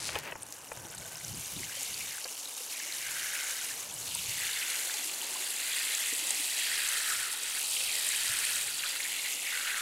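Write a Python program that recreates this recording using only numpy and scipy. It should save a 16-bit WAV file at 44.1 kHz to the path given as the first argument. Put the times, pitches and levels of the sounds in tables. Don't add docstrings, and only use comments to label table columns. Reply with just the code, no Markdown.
import sys
import numpy as np
from scipy import signal
from scipy.fft import rfft, irfft, next_fast_len
from scipy.io import wavfile

SR = 44100
rng = np.random.default_rng(int(sys.argv[2]) if len(sys.argv) > 2 else 0)


def pcm_store(signal):
    levels = np.round(np.clip(np.atleast_2d(signal), -1, 1) * 32767)
    wavfile.write(sys.argv[1], SR, levels.astype(np.int16).T)


N = 432621
TIME_S = np.arange(N) / SR


# (time [s], level [dB])
SHOWER_FLOW = [(0.5, -50), (0.9, -49), (1.2, -47.5), (1.4, -44), (1.8, -41), (1.82, -38.5), (2.29, -44),
               (3.51, -37), (3.92, -44), (4.18, -38.5), (4.85, -35.5), (5.24, -39), (5.81, -35),
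               (7.11, -33.5), (7.4, -39), (7.58, -34), (8.56, -33), (8.72, -37.5), (9.76, -38),
               (9.81, -39.5)]
def shower(full_drops_per_s=13000, trickle_db=-15, tipping_s=0.48, splat_s=0.00078, spatter_s=0.0084):
    tipping_db = trickle_db * np.maximum(1 - TIME_S / tipping_s, 0)
    flow = gain(np.interp(TIME_S, *np.transpose(SHOWER_FLOW)) + tipping_db)
    fullness = flow / flow.max()
    spread_db = np.interp(fullness, [0, 1], [8, 3.7])
    energy = impacts(full_drops_per_s * fullness ** 1.6, spread_db) ** 2
    envelope = np.sqrt(decay(energy, splat_s) + 0.43 * decay(energy, spatter_s))
    splats = unit_rms(envelope * rng.standard_normal(N))
    pings = sum(bubble_streams(np.geomspace(2800, 12000, 18), per_s=260, spread_db=6.5, t60_cycles=14))
    mist = 0.22 * fullness * rng.standard_normal(N)
    drops = splats + mist + gain(-1.5) * unit_rms(pings)
    strays = sum(bubble_streams(np.geomspace(2800, 9000, 14), per_s=11, spread_db=4, t60_cycles=19))
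    sparseness = gain(-3.5) * (1 - fullness) ** 2
    drops = (drops + sparseness * drops.std() * unit_rms(strays)) / np.hypot(1, sparseness)
    flutter_db = np.interp(fullness, [0, 1], [1.5, 0.55])
    drops *= gain(flutter_db * wobble(per_s=45))
    return flow * bed_echoes(splash_colour(drops), near_gain=0.08)


# (frequency [Hz], gain [dB])
SPLASH_SPECTRUM = [(150, -22), (500, -9.5), (1500, -4), (2600, 1), (3500, -1.5), (3950, 2), (5300, 1),
                   (6200, 0.5), (9500, 3.5), (11200, 3), (13500, -2), (16000, -7.5)]
def splash_colour(drops, dip_hz=4200):
    hz, t, spectra = signal.stft(drops, SR, nperseg=256)
    nearness, _, dip_db = rose(t)
    sizzle_hz = np.interp(nearness, [0, 1], [6280, 8830])
    sizzle_db = np.interp(nearness, [0, 1], [4.5, 3.5])
    shape_db = sizzle_db * bell(hz[:, None], sizzle_hz, octaves=0.21)
    shape_db += dip_db * bell(hz[:, None], dip_hz, octaves=0.33)
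    colour = spectrum_gain(SPLASH_SPECTRUM, hz)[:, None] * gain(shape_db)
    colour /= np.linalg.norm(colour, axis=0)
    return signal.istft(spectra * colour, SR, nperseg=256)[1][:N]


# (time [s], nearness [0-1], leftward offset [0-1], mid-treble dip [dB])
ROSE_PATH = [(0.8, 0, 0.9, -6), (1.9, 0.07, 0.94, -2), (3.4, 0, 0.74, -3.5), (5.8, 0.43, 0.36, -7),
             (6.802, 0.69, 0.01, -0.5), (8.5, 0.78, 0, -2), (9.1, 0.28, 0, -6.5), (9.8, 0.3, 0, -3)]
def rose(t):
    return columns_at(ROSE_PATH, t)


# (time [s], level [dB], lowest pitch [Hz], tilt [dB/octave])
PUDDLE_FROTH = [(0.8, -64, 2240, -16), (1.25, -54, 1850, 3), (1.55, -52.5, 2210, 1),
                (1.68, -47.5, 1520, -4), (1.9, -47, 2060, -4), (2.15, -45, 1630, -5), (2.3, -68, 2480, -17),
                (2.62, -58, 2830, 12), (2.74, -47, 1950, -10), (2.86, -46.5, 1880, -19),
                (2.97, -46, 1630, -3), (3.1, -42, 1480, -7), (3.35, -41, 1450, -7.5), (3.6, -43, 1370, -2),
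                (3.78, -49.5, 1820, -5), (3.98, -55, 2580, 2), (4.12, -42.5, 2490, 0), (4.3, -43, 1910, 2),
                (4.45, -37, 1530, -1), (4.68, -38.5, 1410, -0.5), (4.95, -41.5, 1530, 3),
                (5.08, -45, 1610, 7), (5.5, -41, 1520, 4), (5.75, -35.5, 1560, 0.5), (6.05, -38, 1640, -1),
                (6.25, -40, 1800, 3), (6.48, -39.5, 1690, 1), (6.65, -35, 1540, 1.5),
                (7.12, -37, 1300, -4.5), (7.379, -42, 1300, 3.5), (7.58, -41.5, 1380, 0.5),
                (7.68, -45, 2620, 7), (7.8, -38.5, 2290, -4), (8.0, -37, 1640, 3.5), (8.3, -36.5, 1440, -2),
                (8.52, -38, 1430, -0.5), (8.76, -42.5, 1300, 7.5), (8.86, -37, 1200, 7),
                (9.0, -41, 1720, -0.5), (9.25, -38, 1920, -3), (9.4, -42, 2100, -5),
                (9.55, -36.5, 1450, -3), (9.8, -36, 1300, -5)]
def froth(wetting_s=0.32, hop=100):
    pitches_hz = np.geomspace(1100, 4700, 26)
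    band_hz = pitches_hz[:, None]
    _, lowest_hz, tilt_db = columns_at(PUDDLE_FROTH, TIME_S[::hop])
    shares = gain(tilt_db * np.log2(band_hz / pitches_hz[0])) / (1 + (lowest_hz / band_hz) ** 20)
    shares *= gain(bell(band_hz, lowest_hz, octaves=0.051))
    shares /= np.linalg.norm(shares, axis=0)
    foam = bubble_streams(pitches_hz, per_s=300, spread_db=7, t60_cycles=22.8)
    blips = bubble_streams(pitches_hz, per_s=22, spread_db=8, t60_cycles=74)
    wetness = np.exp(np.minimum(TIME_S - PUDDLE_FROTH[0][0], 0) / wetting_s)
    amount = gain(columns_at(PUDDLE_FROTH, TIME_S)[0]) * wetness
    sparseness = gain(-7) / (unit_rms(amount) + 0.2) ** 0.95
    seethe = sum(np.repeat(share, hop)[:N] * (fine + sparseness * coarse)
                 for share, fine, coarse in zip(shares, foam, blips))
    seethe /= np.hypot(1, sparseness)
    return bed_echoes(seethe, near_gain=0.19) * amount * gain(wobble(per_s=30))


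# (time [s], peak [dB], pitch [Hz])
LOUD_BUBBLES = [(0.4233, -29, 8950), (0.432, -25.5, 8400), (0.688, -39, 5540), (0.85, -42, 3600),
                (0.95, -32, 8000), (0.971, -38, 4480), (0.98, -36, 3900), (1.004, -36, 6500),
                (1.057, -42, 3500), (1.151, -39, 2600), (1.156, -31, 5200), (1.21, -40, 2020),
                (1.346, -33, 4820), (1.372, -35, 7900), (1.565, -32, 3700), (1.582, -30, 8960),
                (1.632, -32, 2080), (1.695, -38, 1550), (1.8316, -22, 7000), (1.9425, -26, 4440),
                (2.181, -36, 1520), (2.285, -34, 2780), (2.3255, -31, 5500), (2.456, -30, 3900),
                (2.475, -33, 3820), (2.924, -26, 4100), (4.897, -29.5, 1650), (4.94, -23, 6600),
                (5.215, -27.5, 2930), (6.1363, -22, 7540), (6.347, -25, 7040), (7.434, -24, 7900),
                (7.549, -31, 1900), (8.389, -20, 8800), (8.5582, -19, 8000), (8.681, -29, 2240),
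                (8.96, -35, 1400)]
def drips(splash_s=0.00074):
    out, t = np.zeros(N), np.arange(200) / SR
    for at_s, db, hz in LOUD_BUBBLES:
        burst = 0.25 * rng.standard_normal(len(t)) * np.exp(-t / splash_s)
        splash = np.convolve(burst, [0.5, 0.5, -0.5, -0.5])
        add(out, at_s, gain(db) * splash)
        add(out, at_s, at_peak(plink(hz), db))
    return out


# (time [s], level [dB])
GRIT_TICKS = [(0.054, -30.5), (0.0744, -21), (0.1883, -16), (0.197, -32), (0.507, -35), (0.5246, -19),
              (1.3968, -21), (1.5364, -23), (2.0077, -22), (2.3965, -32), (4.0736, -32), (4.195, -26)]
def ticks(decay_s=0.0002):
    out, t = np.zeros(N), np.arange(200) / SR
    for at_s, db in GRIT_TICKS:
        burst = rng.standard_normal(len(t)) * np.exp(-t / decay_s)
        tick = np.convolve(burst, [1, 0, -1])
        add(out, at_s, at_peak(tick, db - 1))
    return out


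# (time [s], peak [dB], centre pitch [Hz], onset span [s])
BUBBLE_CLUSTERS = [(0.9, -36, 5800, 0.003), (0.98, -34, 8160, 0.008), (1.247, -26, 6160, 0.002),
                   (2.004, -32.5, 2450, 0.012), (2.2432, -25.5, 4800, 0.002), (2.796, -36, 1900, 0.006),
                   (3.351, -28.5, 2130, 0.006), (3.9398, -27, 9100, 0.002), (4.149, -19, 9140, 0.003),
                   (4.618, -27, 2520, 0.016), (4.712, -33, 2020, 0.007), (5.095, -32, 2750, 0.005),
                   (5.949, -18, 7160, 0.002), (6.305, -17, 7800, 0.003), (6.8878, -20, 7200, 0.002),
                   (7.765, -27.5, 2620, 0.006), (8.0888, -18, 7970, 0.002), (8.45, -19, 9200, 0.003),
                   (8.83, -27.5, 2520, 0.01), (8.833, -32, 1480, 0.035), (9.0, -27, 2100, 0.008),
                   (9.043, -29.5, 2110, 0.026), (9.249, -32, 2020, 0.022), (9.461, -29, 2390, 0.025),
                   (9.522, -33, 1500, 0.01)]
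def spurts(octaves=0.22, count=6):
    out = np.zeros(N)
    for at_s, db, centre_hz, span_s in BUBBLE_CLUSTERS:
        cluster = np.zeros(SR // 10)
        pitches_hz = centre_hz * 2 ** (octaves * rng.permutation(np.linspace(-1, 1, count)))
        starts_s = span_s * (np.arange(count) + rng.random(count)) / count
        for start_s, hz in zip(starts_s, pitches_hz):
            add(cluster, start_s, bell(hz, centre_hz, octaves) * plink(hz))
        add(out, at_s, at_peak(cluster, db))
    return out


def bubble(hz, t60_s, rise):
    t = np.arange(int(max(t60_s, 0.001) * SR)) / SR
    age = t / t[-1]
    envelope = gain(-60 * age) * (1 - np.exp(-t * hz))
    return envelope * np.sin(2 * np.pi * hz * t * (1 + rise * age))


def plink(hz):
    return bubble(hz, t60_s=0.016 * (hz / 1000) ** -0.57, rise=0.037)


def bubble_streams(pitches_hz, per_s, spread_db, t60_cycles):
    count = int(per_s * N / SR)
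    for hz in pitches_hz:
        ring = bubble(hz, t60_cycles / hz, rise=0.034)
        starts = (rng.random(8000)[:count, None] * N).astype(int)
        sizes = gain(spread_db * np.clip(rng.standard_normal(8000)[:count, None], -3, 2.1))
        samples = starts + np.arange(len(ring))
        yield unit_rms(np.bincount(samples.ravel(), (sizes * ring).ravel(), N)[:N])


# (frequency [Hz], gain [dB])
LEAF_SPECTRUM = [(100, -39), (200, -3.5), (280, -1), (380, -2), (520, 1.5), (680, -0.5), (860, 3.5),
                 (1150, -2), (1700, -0.5), (4000, -51)]
# (centre [s], length [s], level [dB])
SEEDLING_PASSES = [(0.85, 0.23, -53.5), (3.9, 0.46, -53), (5.2, 0.82, -50.5), (6.33, 0.19, -51),
                   (7.9, 0.48, -57)]
# (time [s], level [dB], pitch [Hz])
LEAF_PLOPS = [(1.77, -42, 550), (1.81, -43, 805), (2.252, -37, 505), (2.605, -39, 483), (4.154, -38.5, 950),
              (4.945, -38, 840), (5.225, -35.5, 895), (5.357, -36, 1030), (6.124, -37, 290),
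              (6.128, -37, 450), (6.224, -41, 330), (6.305, -37.5, 875), (6.397, -38, 287),
              (7.335, -41, 865)]
def patter(crumbs_db=-57):
    thuds = stereo(lambda: coloured(impacts(per_s=900, spread_db=0), LEAF_SPECTRUM), side=0.16)
    rings = sum(bubble_streams(np.geomspace(270, 1150, 14), per_s=8, spread_db=1.5, t60_cycles=53))
    drumming = unit_rms(thuds + gain(-5) * coloured(rings, LEAF_SPECTRUM))
    envelope = np.hypot(gain(crumbs_db), gain(-2) * swells(SEEDLING_PASSES))
    plops = np.zeros(N)
    for at_s, db, hz in LEAF_PLOPS:
        add(plops, at_s, gain(db) * bubble(hz, t60_s=0.054, rise=0.0062))
    return drumming * envelope + plops


# (frequency [Hz], level [dB], t60 [s])
WALL_MODES = [(390, -6.5, 0.026), (505, -1.5, 0.035), (680, 5, 0.012), (820, -4.5, 0.023), (963, -3, 0.062),
              (1230, 1.5, 0.02), (1530, 0.5, .02), (1950, 3, 0.017), (2250, 2, 0.02), (2660, 1, 0.028),
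              (3070, 0, 0.011), (4260, -16, 0.01)]
# (time [s], peak [dB], rattle decay [s], brightness [dB/octave], pitch [ratio])
CAN_KNOCKS = [(0.0906, -21.5, 0.00035, -0.5, 1.2), (0.1545, -23.5, 0.0016, 4, 1.12),
              (0.1584, -24, 0.0017, -3, 0.87), (0.3214, -25.5, 0.0016, -1.5, 0.98),
              (0.354, -32, 0.0018, -5.5, 0.91), (0.7166, -27.5, 0.0017, 3, 0.91),
              (0.7715, -36, 0.0026, -7.5, 1.01), (2.254, -34, 0.0075, -1, 1.06)]
def knocks(rattle=0.23):
    out, t = np.zeros(N), np.arange(4000) / SR
    for at_s, db, rattle_s, bright_db, pitch in CAN_KNOCKS:
        wall = np.zeros(len(t))
        for k, (hz, mode_db, t60_s) in enumerate(WALL_MODES):
            envelope = gain(mode_db + bright_db * np.log2(hz / 1000) - 60 * t / t60_s)
            wall += (-1) ** k * envelope * np.sin(2 * np.pi * hz * pitch * t)
        blow = (t == 0) + rattle * rng.standard_normal(len(t)) * np.exp(-t / rattle_s)
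        add(out, at_s, at_peak(signal.fftconvolve(wall, blow), db))
    return out


# (time [s], level [dB], pitch [Hz])
LOAD_BUMPS = [(0.846, -35, 220), (1.137, -38, 140), (1.308, -32, 131), (1.336, -35, 233),
              (1.366, -34.5, 166), (1.563, -28.5, 189), (1.598, -32.5, 237), (4.287, -35, 122),
              (8.295, -38, 119)]
def bumps(t60_s=0.065, overtone_ratio=1.51):
    out, t = np.zeros(N), np.arange(8000) / SR
    for at_s, db, hz in LOAD_BUMPS:
        phase = 2 * np.pi * hz * t
        modes = np.sin(phase) + gain(-6) * np.sin(overtone_ratio * phase)
        envelope = gain(db - 60 * t / t60_s) * (1 - np.exp(-t * hz))
        add(out, at_s, envelope * modes)
    return out


# (frequency [Hz], gain [dB])
PLASTIC_SPECTRUM = [(30, -30), (90, -8), (200, -2), (600, 1.5), (1200, -1), (1900, 1.5), (2800, 1),
                    (3500, -10), (9000, -19)]
# (centre [s], length [s], level [dB])
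CAN_RUBS = [(0.04, 0.25, -48), (0.16, 0.075, -40.5), (0.275, 0.083, -42), (0.45, 0.62, -59)]
def rubs():
    return coloured(impacts(per_s=7000, spread_db=1.5), PLASTIC_SPECTRUM) * swells(CAN_RUBS)


# (frequency [Hz], gain [dB])
GRIT_SPECTRUM = [(150, -10), (700, -14), (1800, -2), (4300, 10), (8000, 7.5), (11000, 4.5), (15000, -26)]
# (centre [s], length [s], level [dB])
SHOE_SCUFFS = [(0.03, 0.27, -40), (0.062, 0.054, -37.5)]
def scuffs():
    return coloured(impacts(per_s=1800, spread_db=5.5), GRIT_SPECTRUM) * swells(SHOE_SCUFFS)


# (frequency [Hz], bandwidth [Hz], level [dB])
SPOUT_MODES = [(690, 65, 2), (1533, 44, 1.5), (1900, 300, -3)]
# (centre [s], length [s], level [dB])
SPOUT_FILLING = [(1.02, 0.56, -55.2)]
def spout(sputter_db=4):
    rush, hollow = rng.standard_normal(N), np.zeros(N)
    for hz, width_hz, db in SPOUT_MODES:
        resonator = signal.iirpeak(hz, hz / width_hz, SR)
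        hollow += gain(db) * unit_rms(signal.lfilter(*resonator, rush))
    return unit_rms(hollow * gain(sputter_db * wobble(per_s=180))) * swells(SPOUT_FILLING)


def bed_echoes(x, near_gain, far_gain=0.07):
    nearness = rose(TIME_S)[0]
    near_lag_s = np.interp(nearness, [0, 1], [0.00135, 0.00164])
    far_lag_s = np.interp(nearness, [0, 1], [0.0052, 0.0046])
    near_echo = np.interp(TIME_S - near_lag_s, TIME_S, x)
    far_echo = np.interp(TIME_S - far_lag_s, TIME_S, x)
    return unit_rms(x + near_gain * near_echo + far_gain * far_echo)


# (frequency [Hz], gain [dB])
SCATTER_SPECTRUM = [(100, 16.5), (1000, -1), (2200, -23), (4500, -61), (9000, -59), (15000, -63)]
def yard_scatter(x, t60_s=0.0072, gap_s=0.002, tap_density=0.06):
    t = np.arange(5000) / SR
    taps = rng.standard_normal((2, len(t))) * (rng.random((2, len(t))) < tap_density)
    taps *= (t > gap_s) * gain(-60 * t / t60_s)
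    taps /= np.linalg.norm(taps[0])
    return signal.oaconvolve(filtered(x, SCATTER_SPECTRUM)[None], taps, axes=1)[:, :N]


# (frequency [Hz], gain [dB])
WIND_SPECTRUM = [(20, -29), (45, -9), (75, 0), (115, 4), (200, -3), (320, -15.5), (600, -23), (2000, -66)]
# (centre [s], length [s], level [dB])
WIND_GUSTS = [(0.2, 0.43, -53.5), (0.93, 0.46, -55.5), (1.33, 0.16, -47), (1.62, 0.28, -52.5),
              (1.98, 0.28, -59), (3.16, 0.34, -64.5), (4.15, 0.58, -55.5), (7.17, 0.08, -61),
              (7.85, 0.1, -63), (8.5, 0.68, -64)]
def breeze(lull_db=-78, lump_db=2):
    rumble = stereo(lambda: coloured(rng.standard_normal(N), WIND_SPECTRUM), side=0.25)
    envelope = np.hypot(gain(lull_db), gain(-1) * swells(WIND_GUSTS))
    return rumble * envelope * gain(lump_db * wobble(per_s=22))


# (frequency [Hz], gain [dB])
AIR_SPECTRUM = [(25, -33), (90, -12), (250, 5), (600, 15), (1200, 17), (4000, -33), (15000, -50)]
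def air():
    return gain(-63.5) * stereo(lambda: coloured(rng.standard_normal(N), AIR_SPECTRUM), side=0.76)


def impacts(per_s, spread_db):
    sizes = gain(spread_db * np.clip(rng.standard_normal(N), -3, 1.9))
    signs = rng.choice([-1, 1], N)
    hits = rng.random(N) < per_s / SR
    return unit_rms(sizes * signs * hits / np.sqrt(per_s + 1))


def decay(energy, decay_s):
    pole = np.exp(-1 / (decay_s * SR))
    return signal.lfilter([1 - pole], [1, -pole], energy)


def swells(rows):
    power = np.zeros(N)
    for centre_s, length_s, db in rows:
        halvings = np.minimum((2 * (TIME_S - centre_s) / length_s) ** 2, 20)
        power += (gain(db) * 0.5 ** halvings) ** 2
    return np.sqrt(power)


def wobble(per_s):
    knots = rng.standard_normal(4000)
    return np.interp(TIME_S * per_s, np.arange(len(knots)), knots)


def columns_at(table, t):
    times_s, *columns = np.transpose(table)
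    return [np.interp(t, times_s, column) for column in columns]


def bell(hz, centre_hz, octaves):
    return np.exp(-(np.log2((hz + 1) / centre_hz) / octaves) ** 2 / 2)


def spectrum_gain(spectrum, hz):
    knots_hz, db = np.transpose(spectrum)
    return gain(np.interp(np.log(hz + 1), np.log(knots_hz + 1), db))


def filtered(x, spectrum):
    size = next_fast_len(N)
    response = spectrum_gain(spectrum, np.fft.rfftfreq(size, 1 / SR))
    return irfft(rfft(x, size) * response, size)[..., :N]


def coloured(x, spectrum):
    return unit_rms(filtered(x, spectrum))


def gain(db):
    return 10 ** (np.asarray(db) / 20)


def unit_rms(x):
    return x / np.sqrt(np.mean(x ** 2) + 1e-20)


def at_peak(x, db):
    return gain(db) * x / abs(x).max()


def add(mix, at_s, sound):
    part = mix[round(at_s * SR):][:len(sound)]
    part += sound[:len(part)]


LEFT_RIGHT = np.array([[1], [-1]])
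def stereo(source, side):
    return source() + side * LEFT_RIGHT * source()


# (frequency [Hz], gain [dB])
SIDE_SPECTRUM = [(300, -36), (1300, -13), (2400, -53), (4400, -105), (6800, -50), (8000, -12.5),
                 (9000, -20), (10500, -54), (15000, -68)]
def scene(can_left_db=2.5):
    water = gain(1) * shower() + froth() + drips() + ticks() + spurts()
    handling = knocks() + rubs() + scuffs() + spout() + bumps()
    leftward = rose(TIME_S)[1]
    water_side = gain(3) * leftward * filtered(water, SIDE_SPECTRUM)
    direct = water + LEFT_RIGHT * water_side + handling * gain(LEFT_RIGHT * can_left_db / 2)
    echo = yard_scatter(gain(-22) * water + gain(-12) * handling)
    return direct + echo + patter() + breeze() + air()


def record(dry):
    lowpass = signal.firwin(511, cutoff=15820, window=("kaiser", 9), fs=SR)
    return signal.oaconvolve(dry, lowpass[None], "same")


dry = scene()
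out = record(dry)
pcm_store(out)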